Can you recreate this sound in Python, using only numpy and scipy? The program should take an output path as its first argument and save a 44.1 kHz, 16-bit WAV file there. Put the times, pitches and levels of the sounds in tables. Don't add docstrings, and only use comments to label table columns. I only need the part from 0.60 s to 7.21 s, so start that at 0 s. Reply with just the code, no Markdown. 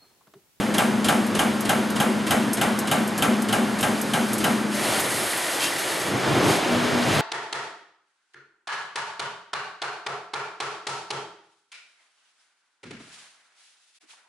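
import sys
import numpy as np
from scipy import signal
from scipy.fft import rfft, irfft, next_fast_len
from scipy.io import wavfile
from scipy.ndimage import uniform_filter1d

SR = 44100
rng = np.random.default_rng(int(sys.argv[2]) if len(sys.argv) > 2 else 0)


def generate_wav(sig):
    pcm = np.round(np.clip(np.atleast_2d(sig).T, -1, 1) * 32767).astype(np.int16)
    wavfile.write(sys.argv[1], SR, pcm)


N = 291501
TIME = np.arange(N) / SR
RING_TIME = TIME[:SR]


def undb(db):
    return 10 ** (np.asarray(db) / 20)


def unit(x):
    return x / np.sqrt(np.mean(x ** 2))


def on_log(hz, table):
    table_hz, *columns = np.transpose(table)
    return [np.interp(np.log(hz + 1), np.log(table_hz), column) for column in columns]


def coloured(x, colour):
    size = next_fast_len(len(x))
    gain = undb(on_log(np.fft.rfftfreq(size, 1 / SR), colour)[0])
    return irfft(rfft(x, size) * gain, size)[:len(x)]


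def noise(colour, size):
    return unit(coloured(rng.standard_normal(size), colour))


def walk(rate):
    hold = int(SR / rate)
    steps = np.repeat(rng.standard_normal(N // hold + 1), hold)
    return 1.03 * uniform_filter1d(steps, hold)[:N]


def add(out, s, sound):
    i = int(s * SR)
    a, b = max(i, 0), min(i + len(sound), N)
    out[a:b] += sound[a - i:b - i]


def fade(t, t60):
    return np.exp(-np.log(1000) * t / t60)


def swell(s, length):
    return np.exp(-((TIME - s) / length) ** 2)


def running(start, end, rise, fall):
    ease_in = 1 + np.tanh(2 * (TIME - start) / rise)
    ease_out = 1 - np.tanh(2 * (TIME - end) / fall)
    return ease_in * ease_out / 4


# pitch_hz, level_db (per Hz)
SHOP_COLOUR = [(25, -29), (60, -9), (130, -12), (330, 3.5), (1500, 6.5), (3000, -6), (5600, -9),
               (9500, -16.5), (12000, -29), (13000, -40)]
SHOP_DB = -34


def shop():
    return noise(SHOP_COLOUR, N) * undb(SHOP_DB + .5 * walk(13))


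# start_s, end_s, rise_s, fall_s, rumble_db, rolling_db, hiss_db, scrape_db
CARRIAGE_MOVES = [(-.5, 4.59, .2, 0.34, -32, -37, -50, -70), (3.2, 4.02, 0.88, 0.18, -39, -42, -37, -53),
                  (4.13, 5.506, 0.081, 0.15, -41.5, -31, -30.5, -37),
                  (5.5, 6.74, 0.32, 0.067, -26.5, -25.5, -39, -56)]
# centre_s, half_length_s, rumble_db, rolling_db, hiss_db, thud_db, clamp_rattle_db
CARRIAGE_JOLTS = [(4.331, 0.097, -35.5, -26.5, -56, -45, -52), (5.041, 0.041, -40, -32, -28, -62, -27),
                  (5.71, 0.075, -25.5, -33, -52, -32, -53), (5.865, 0.051, -19.5, -32, -47, -38, -50),
                  (5.916, 0.065, -27, -26, -27.5, -50, -44), (6.563, 0.11, -36, -26.5, -36, -30, -43)]


def shaking():
    move_power = sum(np.outer(undb(dbs), running(start, end, rise, fall)) ** 2
                     for start, end, rise, fall, *dbs in CARRIAGE_MOVES)
    jolt_power = sum(np.outer(undb(dbs), swell(s, length)) ** 2 for s, length, *dbs in CARRIAGE_JOLTS)
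    rumble, roll, hiss, scrape = move_power
    bump, knock, skid, thud, rattle = jolt_power
    return np.sqrt([rumble + bump, roll + knock, hiss + skid, scrape, thud, rattle])


# pitch_hz, level_db (per Hz)
RUMBLE_COLOUR = [(25, -32), (65, -27), (110, -4), (170, -3), (230, -4), (310, 0.5), (440, -5), (700, -11.5),
                 (1500, -18), (4000, -42)]


def rails(strength):
    return noise(RUMBLE_COLOUR, N) * strength * undb(2.4 * walk(25))


# pitch_hz, level_db (per Hz)
ROLLING_COLOUR = [(100, -38), (345, 4.5), (450, -1.5), (620, 4), (1050, -2.5), (1800, -3.5), (3100, -6.5),
                  (4500, -12), (6500, -15), (12000, -32)]
HISS_COLOUR = [(800, -36), (2000, 1.5), (4000, 1), (6400, 0), (10000, 1.5), (12000, -1.5), (13000, -12)]
FASTEST_S, FAST_SPAN_S, SHEEN_DB, FAST_SHEEN_DB = 4.57, 0.4, -1, 3.5


def carriage(roll, slide):
    rolling = noise(ROLLING_COLOUR, N) * roll * undb(0.68 * walk(70))
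    hiss = noise(HISS_COLOUR, N) * slide * undb(0.81 * walk(30) + 0.32 * walk(900))
    treble = coloured(hiss, [(5500, -32), (8500, 1.0)])
    sheen_db = SHEEN_DB + FAST_SHEEN_DB * swell(FASTEST_S, FAST_SPAN_S)
    return rolling + hiss + treble * (undb(sheen_db) - 1)


def contacts(resonances):
    taps = rng.standard_normal(N) * (rng.random(N) < 1500 / SR)
    ringing = 0
    for hz, width, db in resonances:
        ringing = ringing + undb(db) * unit(signal.lfilter(*signal.iirpeak(hz, hz / width, fs=SR), taps))
    return unit(ringing)


# pitch_hz, width_hz, level_db
SHEET_RESONANCES = [(1490, 300, 1), (1890, 270, 18.5), (4119, 820, -15)]
CLAMP_RESONANCES = [(2770, 120, 0), (3150, 74, 0), (4700, 1600, -2)]


def chatter(scrape, rattle):
    return contacts(SHEET_RESONANCES) * scrape + contacts(CLAMP_RESONANCES) * rattle


# pitch_hz, level_db (per Hz)
THUD_COLOUR = [(25, -21), (65, -17.5), (110, -2), (165, 0), (230, -17), (600, -40)]
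STROKE_THUD_DB, THUD_LAG_S, THUD_SPAN_S = -34.5, .018, 0.054


def bed(jolted):
    punched = sum(undb(STROKE_THUD_DB + punch_db) * swell(s + THUD_LAG_S, THUD_SPAN_S)
                  for s, punch_db, _, _ in STROKES)
    return noise(THUD_COLOUR, N) * np.hypot(punched, jolted)


WHINE_START_S, WHINE_END_S, WHINE_RAMP_S = 6.06, 6.48, .08
WHINE_HZ, WHINE_SAG_HZ, WHINE_DB = 242, 9.4, -29
THROB_HZ, THROB_DB = 4.2, 4


def whine():
    speed = running(WHINE_START_S, WHINE_END_S, WHINE_RAMP_S, WHINE_RAMP_S)
    hz = (WHINE_HZ - WHINE_SAG_HZ * (1 - speed)) * (1 + 0.0048 * walk(27))
    tone = np.sqrt(2) * np.sin(2 * np.pi * np.cumsum(hz) / SR)
    throb_db = -THROB_DB * np.cos(2 * np.pi * THROB_HZ * (TIME - WHINE_START_S))
    return tone * speed * undb(WHINE_DB + throb_db + 0.96 * walk(25))


# start_s, tick_db, ring_db
SLUG_CLINKS = [(.4485, -30, -45), (.6645, -29.5, -46), (1.0065, -24.5, -49), (1.302, -29, -45.5),
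               (1.9321, -20, -24), (2.189, -21, -44), (2.4757, -28, -40.5), (2.578, -22.5, -43),
               (2.8204, -26.5, -46), (3.208, -22, -34), (3.4133, -22, -43), (3.732, -19.5, -40),
               (3.781, -24, -35), (4.398, -19, -44), (4.774, -24.5, -44), (5.191, -26, -50)]
# pitch_hz, level_db, t60_s
SLUG_MODES = [(5280, -11, .14), (6170, -11, .08), (7084, -10, .12), (8270, -2, .13), (9152, -4, .12),
              (10240, 0, .09), (11500, -1, .09)]


def slugs():
    out, t = np.zeros(N), RING_TIME[:SR // 3]
    tick_colour = [(2500, -39), (5500, -1), (11000, 1), (14000, 2.5)]
    for s, tick_db, ring_db in SLUG_CLINKS:
        size = 1 + .008 * rng.standard_normal()
        ring = np.zeros(len(t))
        for hz, db, t60 in SLUG_MODES:
            level = undb(db + 2 * rng.standard_normal())
            ring += level * fade(t, t60) * np.sin(2 * np.pi * hz / size * t)
        tick = noise(tick_colour, len(t)) * fade(t, 0.093)
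        add(out, s, undb(ring_db) * ring + undb(tick_db) * tick)
    return out


# pitch_hz, level_db, t60_s, extra_lag_s
FEED_TONES = [(209.8, -25.5, 3.6, 0.0042), (230, -26.5, 0.99, 0.0034), (239.6, -31.5, 2.7, 0),
              (278, -36.5, 2.1, 0), (303.6, -35, 0.86, .005), (379, -29.5, 0.3, .024),
              (508.5, -38.5, 0.51, .003)]
FEED_LAG_S, FEED_RISE_S = .072, 0.023
COAST_DB, COAST_T60_S = -3.5, 2.5


def feed():
    out, starts = np.zeros(N), [row[0] for row in STROKES]
    periods = np.append(np.diff(starts), starts[-1] - starts[-2])
    for (s, _, _, step_db), period in zip(STROKES, periods):
        held = np.clip((period + 0.039 - RING_TIME) / .035, 0, 1)
        if s == starts[-1]:
            coast = undb(COAST_DB) * fade(np.maximum(RING_TIME - period, 0), COAST_T60_S)
            held = np.maximum(held, coast)
        for hz, db, t60, lag in FEED_TONES:
            t = RING_TIME - FEED_LAG_S - lag
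            envelope = np.clip(1 + t / FEED_RISE_S, 0, 1) * fade(np.maximum(t, 0), t60) * held
            tone = np.sqrt(2) * np.cos(2 * np.pi * hz * t)
            add(out, s, undb(db + step_db) * envelope * tone)
    return out * undb(1.5 * walk(16))


# pitch_hz, build_up_s, t60_s (at
MODE_RINGING = [(100, 0.014, 0.087), (704, 0.01, 0.23), (1420, 0.0069, 0.25), (3000, 0.0047, 0.081),
                (10000, 0.0016, 0.13)]


def struck(hz, t60, tail_db, tail_t60):
    build_up = 1 - np.exp(-RING_TIME / on_log(hz, MODE_RINGING)[0])
    return build_up * (fade(RING_TIME, t60) + undb(tail_db) * fade(RING_TIME, tail_t60))


def blows(events, colour, damping, tail_db, tail_t60, alike_hz):
    size, out = len(RING_TIME), np.zeros(N)
    centres = np.geomspace(100, 12800, num=8)
    octave = np.log2(np.clip(np.fft.rfftfreq(size, 1 / SR), centres[0], centres[-1]))
    bands = np.maximum(1 - abs(octave - np.log2(centres)[:, None]), 0)
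    envelopes = np.array([struck(hz, on_log(hz, MODE_RINGING)[1] / damping, tail_db, tail_t60)
                          for hz in centres])
    alike = 1 / (1 + (2 ** octave / alike_hz) ** 2)
    body = rfft(noise(colour, size)) * np.sqrt(alike)
    for s, db, *_ in events:
        answer = body + rfft(noise(colour, size)) * np.sqrt(1 - alike)
        add(out, s, undb(db) * np.sum(irfft(bands * answer, size) * envelopes, axis=0))
    return out


# pitch_hz, level_db (per Hz)
CLUTCH_COLOUR = [(60, -18), (250, 13.5), (500, 1), (1200, -2.5), (2200, -5.5), (3150, -2), (4500, -10),
                 (10000, -11.5), (13000, -21)]
CLUTCH_LEAD_S = .0412


def clutch():
    clacks = [(s - CLUTCH_LEAD_S, clutch_db) for s, _, clutch_db, _ in STROKES]
    return undb(-19.5) * blows(clacks, CLUTCH_COLOUR, damping=1.55, tail_db=-4.5, tail_t60=0.43, alike_hz=905)


# start_s, punch_db, clutch_db, following_feed_db
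STROKES = [(-.122, 3, -6, 1), (.180, 0, -.5, 1.5), (0.4837, 0.1, 1, 0), (.7892, -.5, -1.5, -.5),
           (1.0911, -.5, -4, -.5), (1.399, -1.1, -3.5, -1), (1.706, 0, -2, -1.5), (2.011, -1, -4, -1.5),
           (2.312, -0.6, -3, -1), (2.6213, -0.7, -5.5, .5), (2.9251, -1.9, -3.5, -2.5),
           (3.227, -1.9, -5.5, -3), (3.534, -2.5, -23, -1), (3.840, -1.4, -5, -0.5)]
# pitch_hz, level_db, t60_s
FRAME_MODES = [(116, -4, 0.18), (166.7, 1, 0.19), (284.6, 2, 0.18), (620, -3.5, 0.31), (809.6, 2.5, 0.13),
               (851, -4.5, 0.42), (1182, -2.5, 0.21), (1335, -1, 0.3), (1600, 1.5, 0.21),
               (2363, -22.5, 0.57), (2800, -32, 0.081), (2915, -10, 0.061), (3090, 9, 0.036),
               (3855, -9, 0.14), (6380, -5.5, 0.084)]
# pitch_hz, level_db (per Hz)
PUNCH_COLOUR = [(40, -32), (100, -10.5), (180, 7), (450, -0.5), (780, 5), (1000, -1.5), (1400, -1),
                (2000, -3.5), (2450, -4), (3100, -4.5), (4400, -14.5), (5600, -13), (10000, -12.5),
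                (13000, -18.5)]
# pitch_hz, level_db (per Hz)
SNAP_COLOUR = [(1200, -26), (2450, -18), (2800, -6), (3150, 1), (3600, -14), (5000, -21), (10000, -15),
               (13000, -10)]
SNAP_DB, SNAP_GROWTH = -14, 2


def punch():
    phases = rng.uniform(0, 2 * np.pi, len(FRAME_MODES))
    out, snap_time = np.zeros(N), RING_TIME[:SR // 8]
    envelopes = [undb(db) * struck(hz, t60, tail_db=-25.5, tail_t60=0.75) for hz, db, t60 in FRAME_MODES]
    for s, punch_db, _, _ in STROKES:
        for (hz, _, _), envelope, phase in zip(FRAME_MODES, envelopes, phases):
            detune, spread = rng.standard_normal(2)
            mode_hz = hz * (1 + 0.00406 * detune)
            ring = envelope * np.sin(2 * np.pi * mode_hz * RING_TIME + phase)
            add(out, s, undb(-24.5 + punch_db + 1.9 * spread) * ring)
        snap = noise(SNAP_COLOUR, len(snap_time)) * fade(snap_time, 0.044)
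        add(out, s + 0.002, undb(SNAP_DB + SNAP_GROWTH * punch_db) * snap)
    dense = blows(STROKES, PUNCH_COLOUR, damping=0.79, tail_db=-6, tail_t60=1.0, alike_hz=2070)
    return out + undb(-18.5) * dense


def echoes(x):
    t = RING_TIME[:SR // 2]
    echo = rng.standard_normal(len(t)) * fade(t, 0.11) * np.minimum(t / 0.0031, 1)
    return signal.fftconvolve(x, echo / np.sqrt(np.sum(echo ** 2)))[:N]


# pitch_hz, level_db
BOUNCE_COLOUR = [(60, -21), (120, -20), (210, -14.5), (300, -22), (700, -37.5)]
BOUNCE_S = .0018


def bounce(x):
    return np.interp(TIME - BOUNCE_S, TIME, coloured(x, BOUNCE_COLOUR))


# pitch_hz, level_db (against the direct sound)
WALL_COLOUR = [(30, 2), (70, -3), (130, -11), (250, -15.5), (500, -10), (1200, -10.5), (2500, -11),
               (4000, -15.5), (6000, -67), (8500, -41), (12000, -9)]


def scene():
    shake, roll, slide, scrape, thud, rattle = shaking()
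    hits = punch() + clutch() + slugs() + chatter(scrape, rattle)
    direct = hits + feed() + whine() + rails(shake) + bed(thud) + carriage(roll, slide) + shop()
    around = echoes(hits) + rails(shake) + bed(thud) + carriage(roll, slide) + shop()
    side = coloured(around, WALL_COLOUR) - bounce(direct)
    return direct + np.array([[1], [-1]]) * side


# pitch_hz, width_hz
MICROPHONE_DIPS = [(2560, 84), (5700, 320), (7200, 180)]
TOP_HZ = 12500


def record(dry):
    for hz, width in MICROPHONE_DIPS:
        dry = dry - .5 * signal.lfilter(*signal.iirpeak(hz, hz / width, fs=SR), dry)
    return signal.sosfilt(signal.ellip(8, .2, 70, TOP_HZ, fs=SR, output="sos"), dry)


dry = scene()
out = record(dry)
generate_wav(out)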